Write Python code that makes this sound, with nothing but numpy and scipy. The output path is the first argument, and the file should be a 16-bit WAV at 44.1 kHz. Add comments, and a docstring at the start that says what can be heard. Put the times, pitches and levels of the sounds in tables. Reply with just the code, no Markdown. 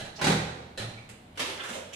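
"""A bare, tiled room where a glazed door is being fitted, heard on a stereo pair far enough off for the
echo to outweigh the direct sound. Two knocks and a few squeaks lead into heavy blows and a boom as a
part, probably the frame, sticks and slips. A light tick follows, then knocks that set the pane humming,
and another tick. A metal tool clacks down; last, something scrapes along with small squeaks and a bump.
The work sits a little right of centre, over low, steady room tone."""
import sys
import numpy as np
from scipy import signal
from scipy.fft import rfft, irfft
from scipy.io import wavfile
from scipy.ndimage import uniform_filter1d

SR = 44100
rng = np.random.default_rng(int(sys.argv[2]) if len(sys.argv) > 2 else 0)


def int16_out(signal):
    """Quantize to a 16-bit WAV file."""
    q = np.round(np.clip(np.atleast_2d(signal).T, -1, 1) * 32767)
    wavfile.write(sys.argv[1], SR, q.astype(np.int16))


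N = 85995

# blows of the juddering frame: start_s, strength_db, rattle_s
JUDDER_BLOWS = [(0.2135, 7.5, 0.0053), (0.2425, 10.5, 0.0018), (0.2685, 10.5, 0.0052),
                (0.2990, 5.5, 0.0014), (0.3185, 2.5, 0.001)]
# their spectrum: frequency_hz, relative_db
JUDDER_SPECTRUM = [(25, -53), (40, -23), (75, -8.5), (160, 2), (300, -3.5), (520, 0.5), (640, -5.5),
                   (820, 3), (1050, -6), (1400, -4), (1950, -5.5), (2800, -8.5), (4100, -8), (4800, -14),
                   (7500, -17.5), (10500, -22.5), (12500, -35.5), (15500, -40)]
# modes of the frame with its pane: pitch_hz
FRAME_PITCHES = [74, 119, 158, 192, 228, 267, 390, 511, 551, 760, 799]
# the same modes, in that order: relative_db, t60_s
FRAME_MODES = [(-18.5, 1.42), (-14.5, 1.2), (-2, 0.58), (-3, 0.52), (1, 0.12), (-5, 0.33), (-3, 0.27),
               (-9, 0.99), (-5, 0.39), (-10, 1.05), (-3, 0.24)]
# successive pushes of the slips on those modes: strength_db
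SLIP_PUSHES = [-34.5, -29, -33, -28.5, -48]

# knocks on the frame: start_s, strength_db, rattle_s
KNOCK_BLOWS = [(0.0, -3.5, 0.0067), (0.048, -9.5, .01), (0.7760, 0, 0.0069), (0.7965, -4, 0.0062),
               (0.818, -7, 0.0077), (0.888, -21, 0.022)]
# their spectrum: frequency_hz, relative_db
KNOCK_SPECTRUM = [(80, -1), (160, 6.5), (260, -0.5), (400, -2.5), (800, 1.5), (1100, -5), (1900, -3),
                  (3100, -6.5), (4050, -2), (4800, -14), (8000, -16.5), (10500, -21), (12500, -34),
                  (15500, -38)]
# two close modes of the pane: pitch_hz
PANE_PITCHES = [111.0, 118.6]
# the same modes, in that order: level_db, t60_s
PANE_MODES = [(-34.5, 0.71), (-40.5, 1)]

# the metal tool landing: start_s, strength_db, rattle_s
TOOL_BLOWS = [(1.356, -22, 0.012), (1.3745, -4.5, 0.0058), (1.3945, 4.5, 0.0062), (1.4185, -4.5, 0.0026),
              (1.448, -2.5, 0.023), (1.490, -5.5, 0.054)]
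# its spectrum: frequency_hz, relative_db
TOOL_SPECTRUM = [(47, -66), (80, -17), (220, -13), (263, -9), (300, -9.5), (328, -9), (374, -11.5),
                 (509, -1.5), (725, -12), (884, -4), (965, -7), (3390, -6), (4410, -11.5), (10900, -22),
                 (15500, -47)]

# course of the scraping stroke: time_s, level_db
SCRAPE_STROKE = [(1.60, -48), (1.625, -41.5), (1.645, -34.5), (1.69, -37), (1.756, -36), (1.785, -50.5),
                 (1.86, -62), (1.95, -69.5)]
# its spectrum: frequency_hz, relative_db
SCRAPE_SPECTRUM = [(47, -43), (80, -9), (220, -4), (340, -10), (520, -0.5), (800, -3), (1450, -7),
                   (2400, -4), (3600, -6), (4700, -13), (7300, -10.5), (10500, -18.5), (12500, -28),
                   (15500, -32)]
# squeaks and groans of rubbing parts: start_s, length_s, pitch_hz, width_hz, level_db
SQUEAK_RUBS = [(0.151, 0.022, 4900, 2460, -43.5), (0.175, 0.034, 680, 820, -38),
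               (0.185, 0.019, 2000, 1810, -38), (0.957, 0.034, 2300, 200, -48),
               (1.449, 0.065, 456, 265, -42), (1.575, 0.047, 1830, 1620, -38.5),
               (1.595, .016, 3330, 300, -39), (1.626, .045, 1550, 900, -39.5),
               (1.735, 0.038, 560, 243, -37.5), (1.92, 0.025, 2700, 1000, -41),
               (1.927, 0.016, 6600, 3950, -42)]

# light ticks: start_s, strength_db, rattle_s
TICK_BLOWS = [(0.472, -25, .003), (1.0915, -14, 0.0023)]
# their spectrum: frequency_hz, relative_db
TICK_SPECTRUM = [(150, 7), (600, 8), (1200, -1.5), (2400, 3), (4000, -4), (4800, -5), (6200, -2),
                 (10000, -6.5), (12500, -18), (15500, -35)]
# soft bumps: start_s, pitch_hz, level_db, t60_s
BUMPS = [(1.092, 205, -50.5, 0.57), (1.405, 260, -45, 0.21), (1.707, 233, -25.5, 0.078)]

# decay of the tiled room: frequency_hz, t60_s
ROOM_DECAY = [(100, 1.0), (250, 1), (600, 1.0), (1500, 0.89), (4000, 0.83), (8000, 0.69), (14000, 0.51)]
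# likeness of diffuse sound at the two microphones: frequency_hz, correlation
MIC_CORRELATION = [(100, 0.99), (220, 0.98), (400, 0.89), (700, -0.068), (1500, -0.11), (3000, 0.029),
                   (14000, -0.11)]
# spectrum of the room tone: frequency_hz, relative_db
ROOM_TONE_SPECTRUM = [(20, -24), (30, -40), (43, 1.5), (55, -33), (80, 3.5), (130, -6), (220, -1.5),
                      (400, -14), (700, -8.5), (1200, -18), (4000, -24.5), (5000, -35), (10000, -36),
                      (15500, -45)]


def frame_judder(boom_start_s=0.2175, slip_period_s=0.026):
    """Quick, heavy stick-slip blows; evenly spaced pushes drive the frame's low modes into a boom."""
    modes = sum(ring(hz, db, t60, rise_s=0.0019) for hz, (db, t60) in zip(FRAME_PITCHES, FRAME_MODES))
    boom = np.zeros(N)
    for k, db in enumerate(SLIP_PUSHES):
        add(boom, boom_start_s + k * slip_period_s, amp(db) * modes)
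    return boom + blows(JUDDER_BLOWS, JUDDER_SPECTRUM, crack=0.16, pan_db=-3.5)


def frame_knocks(hum_start_s=0.793):
    """Lighter knocks on the frame; with the second group, two close modes of the pane swell and beat."""
    low, high = [ring(hz, db, t60, rise_s=0.016) for hz, (db, t60) in zip(PANE_PITCHES, PANE_MODES)]
    hum = np.zeros(N)
    add(hum, hum_start_s, low - high)
    return hum + blows(KNOCK_BLOWS, KNOCK_SPECTRUM, crack=0.3, pan_db=-3.5)


def tool_clacks():
    """A metal tool is set down in several quick contacts, the last rattling longest."""
    return blows(TOOL_BLOWS, TOOL_SPECTRUM, crack=0.23, pan_db=-3)


def scrape(slips_per_s=1300, spread_db=6.5):
    """Dense, tiny slips of uneven size under one stroke."""
    sizes = amp(spread_db * np.minimum(rng.exponential(1, N), 4))
    signs = rng.choice([-1, 1], N)
    slipping = rng.random(N) < slips_per_s / SR
    slips = unit_rms(sizes * signs * slipping)
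    stroke = amp(np.interp(np.arange(N) / SR, *np.transpose(SCRAPE_STROKE), left=-120))
    return tiled_room(coloured(slips * stroke, SCRAPE_SPECTRUM), pan_db=-3.5)


def squeaks():
    """Short rubs, each exciting one resonance."""
    frequencies = np.fft.rfftfreq(N, 1 / SR)
    out = np.zeros(N)
    for start_s, length_s, pitch_hz, width_hz, db in SQUEAK_RUBS:
        resonance = 1 / (1 + ((frequencies - pitch_hz) / width_hz * 2) ** 2)
        rub = irfft(rfft(rng.standard_normal(N)) * resonance, N)[:int(length_s * SR)]
        add(out, start_s, amp(db) * unit_rms(rub * np.hanning(len(rub))))
    return tiled_room(out, pan_db=-4)


def light_ticks():
    """Small contacts, more click than chatter."""
    return blows(TICK_BLOWS, TICK_SPECTRUM, crack=0.68, pan_db=-5)


def soft_bumps():
    """Handled parts bump, each sounding one hollow mode."""
    out = np.zeros(N)
    for start_s, hz, db, t60 in BUMPS:
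        add(out, start_s, ring(hz, db, t60, rise_s=0.017))
    return out


def tiled_room(source, pan_db, direct_db=-13.5, early_db=1.5, early_s=0.028, build_s=0.0014):
    """Direct sound, strong early reflections off hard walls and a dense echo whose treble dies first."""
    hz, t, spectra = signal.stft(diffuse_noise(), SR, nperseg=512)
    t60 = value_at(ROOM_DECAY, hz)[:, None]
    tail = signal.istft(spectra * amp(-60 * t / t60) / np.sqrt(t60), SR, nperseg=512)[1][:, :N]
    age = np.arange(N) / SR
    build_up = 1 - np.exp(-age / build_s)
    early_lift = 1 + amp(early_db) * np.exp(-age / early_s)
    response = np.sqrt(2) * unit_energy(tail * build_up * early_lift)
    echo = signal.fftconvolve(source[None], response, axes=1)[:, :N]
    return (echo + amp(direct_db) * source) * amp([[pan_db / 2], [-pan_db / 2]])


def room_tone(level_db=-53):
    """Low, steady noise of the room and the open door."""
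    gain = amp(value_at(ROOM_TONE_SPECTRUM, np.fft.rfftfreq(N, 1 / SR)))
    return amp(level_db) * unit_rms(irfft(rfft(diffuse_noise()) * gain, N))


def diffuse_noise():
    """White noise reaching the two microphones from all around: alike in the bass."""
    a, b = rfft(rng.standard_normal((2, N)))
    correlation = value_at(MIC_CORRELATION, np.fft.rfftfreq(N, 1 / SR))
    mid = a * np.sqrt((1 + correlation) / 2)
    side = b * np.sqrt((1 - correlation) / 2)
    return irfft(np.array([mid + side, mid - side]), N)


def blows(rows, spectrum, crack, pan_db):
    """Blows on one object, each ringing out in the room with its own dense echo."""
    out = np.zeros((2, N))
    for start_s, db, rattle_s in rows:
        force = np.zeros(N)
        add(force, start_s, amp(db) * contact(rattle_s, crack))
        out += tiled_room(coloured(force, spectrum), pan_db)
    return out


def contact(rattle_s, crack, size=4096):
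    """One sharp click, then a dying chatter of tiny contacts; crack is the click's share of the energy."""
    decay = np.exp(-np.arange(size) / SR / rattle_s)
    chatter = flattened(rng.standard_normal(size) * rng.exponential(1, size) * decay)
    return np.sqrt(1 - crack) * chatter + np.sqrt(crack) * signal.unit_impulse(size)


def ring(hz, db, t60, rise_s):
    """One mode that swells and dies."""
    t = np.arange(N) / SR
    return amp(db - 60 * t / t60) * (1 - np.exp(-t / rise_s)) * np.sin(2 * np.pi * hz * t)


def coloured(x, spectrum, size=4096):
    """Applies a causal filter of unit energy with the given spectrum."""
    log_gain = np.log(amp(value_at(spectrum, abs(np.fft.fftfreq(size, 1 / SR)))))
    minimum_phase = np.exp(np.conj(signal.hilbert(log_gain)))
    taps = np.fft.ifft(minimum_phase).real[:size // 2]
    return signal.fftconvolve(x, unit_energy(taps))[:N]


def flattened(burst):
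    """Evens out the broad humps of a random burst's spectrum."""
    spectrum = rfft(burst, 2 * len(burst))
    humps = np.sqrt(uniform_filter1d(abs(spectrum) ** 2, 9) + 1e-12)
    return unit_energy(irfft(spectrum / humps)[:len(burst)])


def value_at(table, hz):
    """Reads a table on a log-frequency axis."""
    frequencies, values = np.transpose(table)
    return np.interp(np.log(hz + 1), np.log(frequencies + 1), values)


def add(mix, start_s, sound):
    """Mixes a sound in at a time."""
    part = mix[round(start_s * SR):][:len(sound)]
    part += sound[:len(part)]


def amp(db):
    """Decibels to gain."""
    return 10 ** (np.asarray(db) / 20)


def unit_energy(x):
    """Scales to an energy of one."""
    return x / np.sqrt(np.sum(x ** 2) + 1e-20)


def unit_rms(x):
    """Scales to an rms of one."""
    return unit_energy(x) * np.sqrt(x.size)


def scene():
    """The work on the door over the room tone, as it reaches the microphones."""
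    handling = light_ticks() + tool_clacks() + soft_bumps()
    return frame_judder() + frame_knocks() + handling + scrape() + squeaks() + room_tone()


def record(dry):
    """The recorder cuts off the highest treble."""
    edge_hz = 15480
    lowpass = signal.firwin(511, edge_hz, window=("kaiser", 9), fs=SR)
    return signal.oaconvolve(dry, lowpass[None], "same")


dry = scene()
out = record(dry)
int16_out(out)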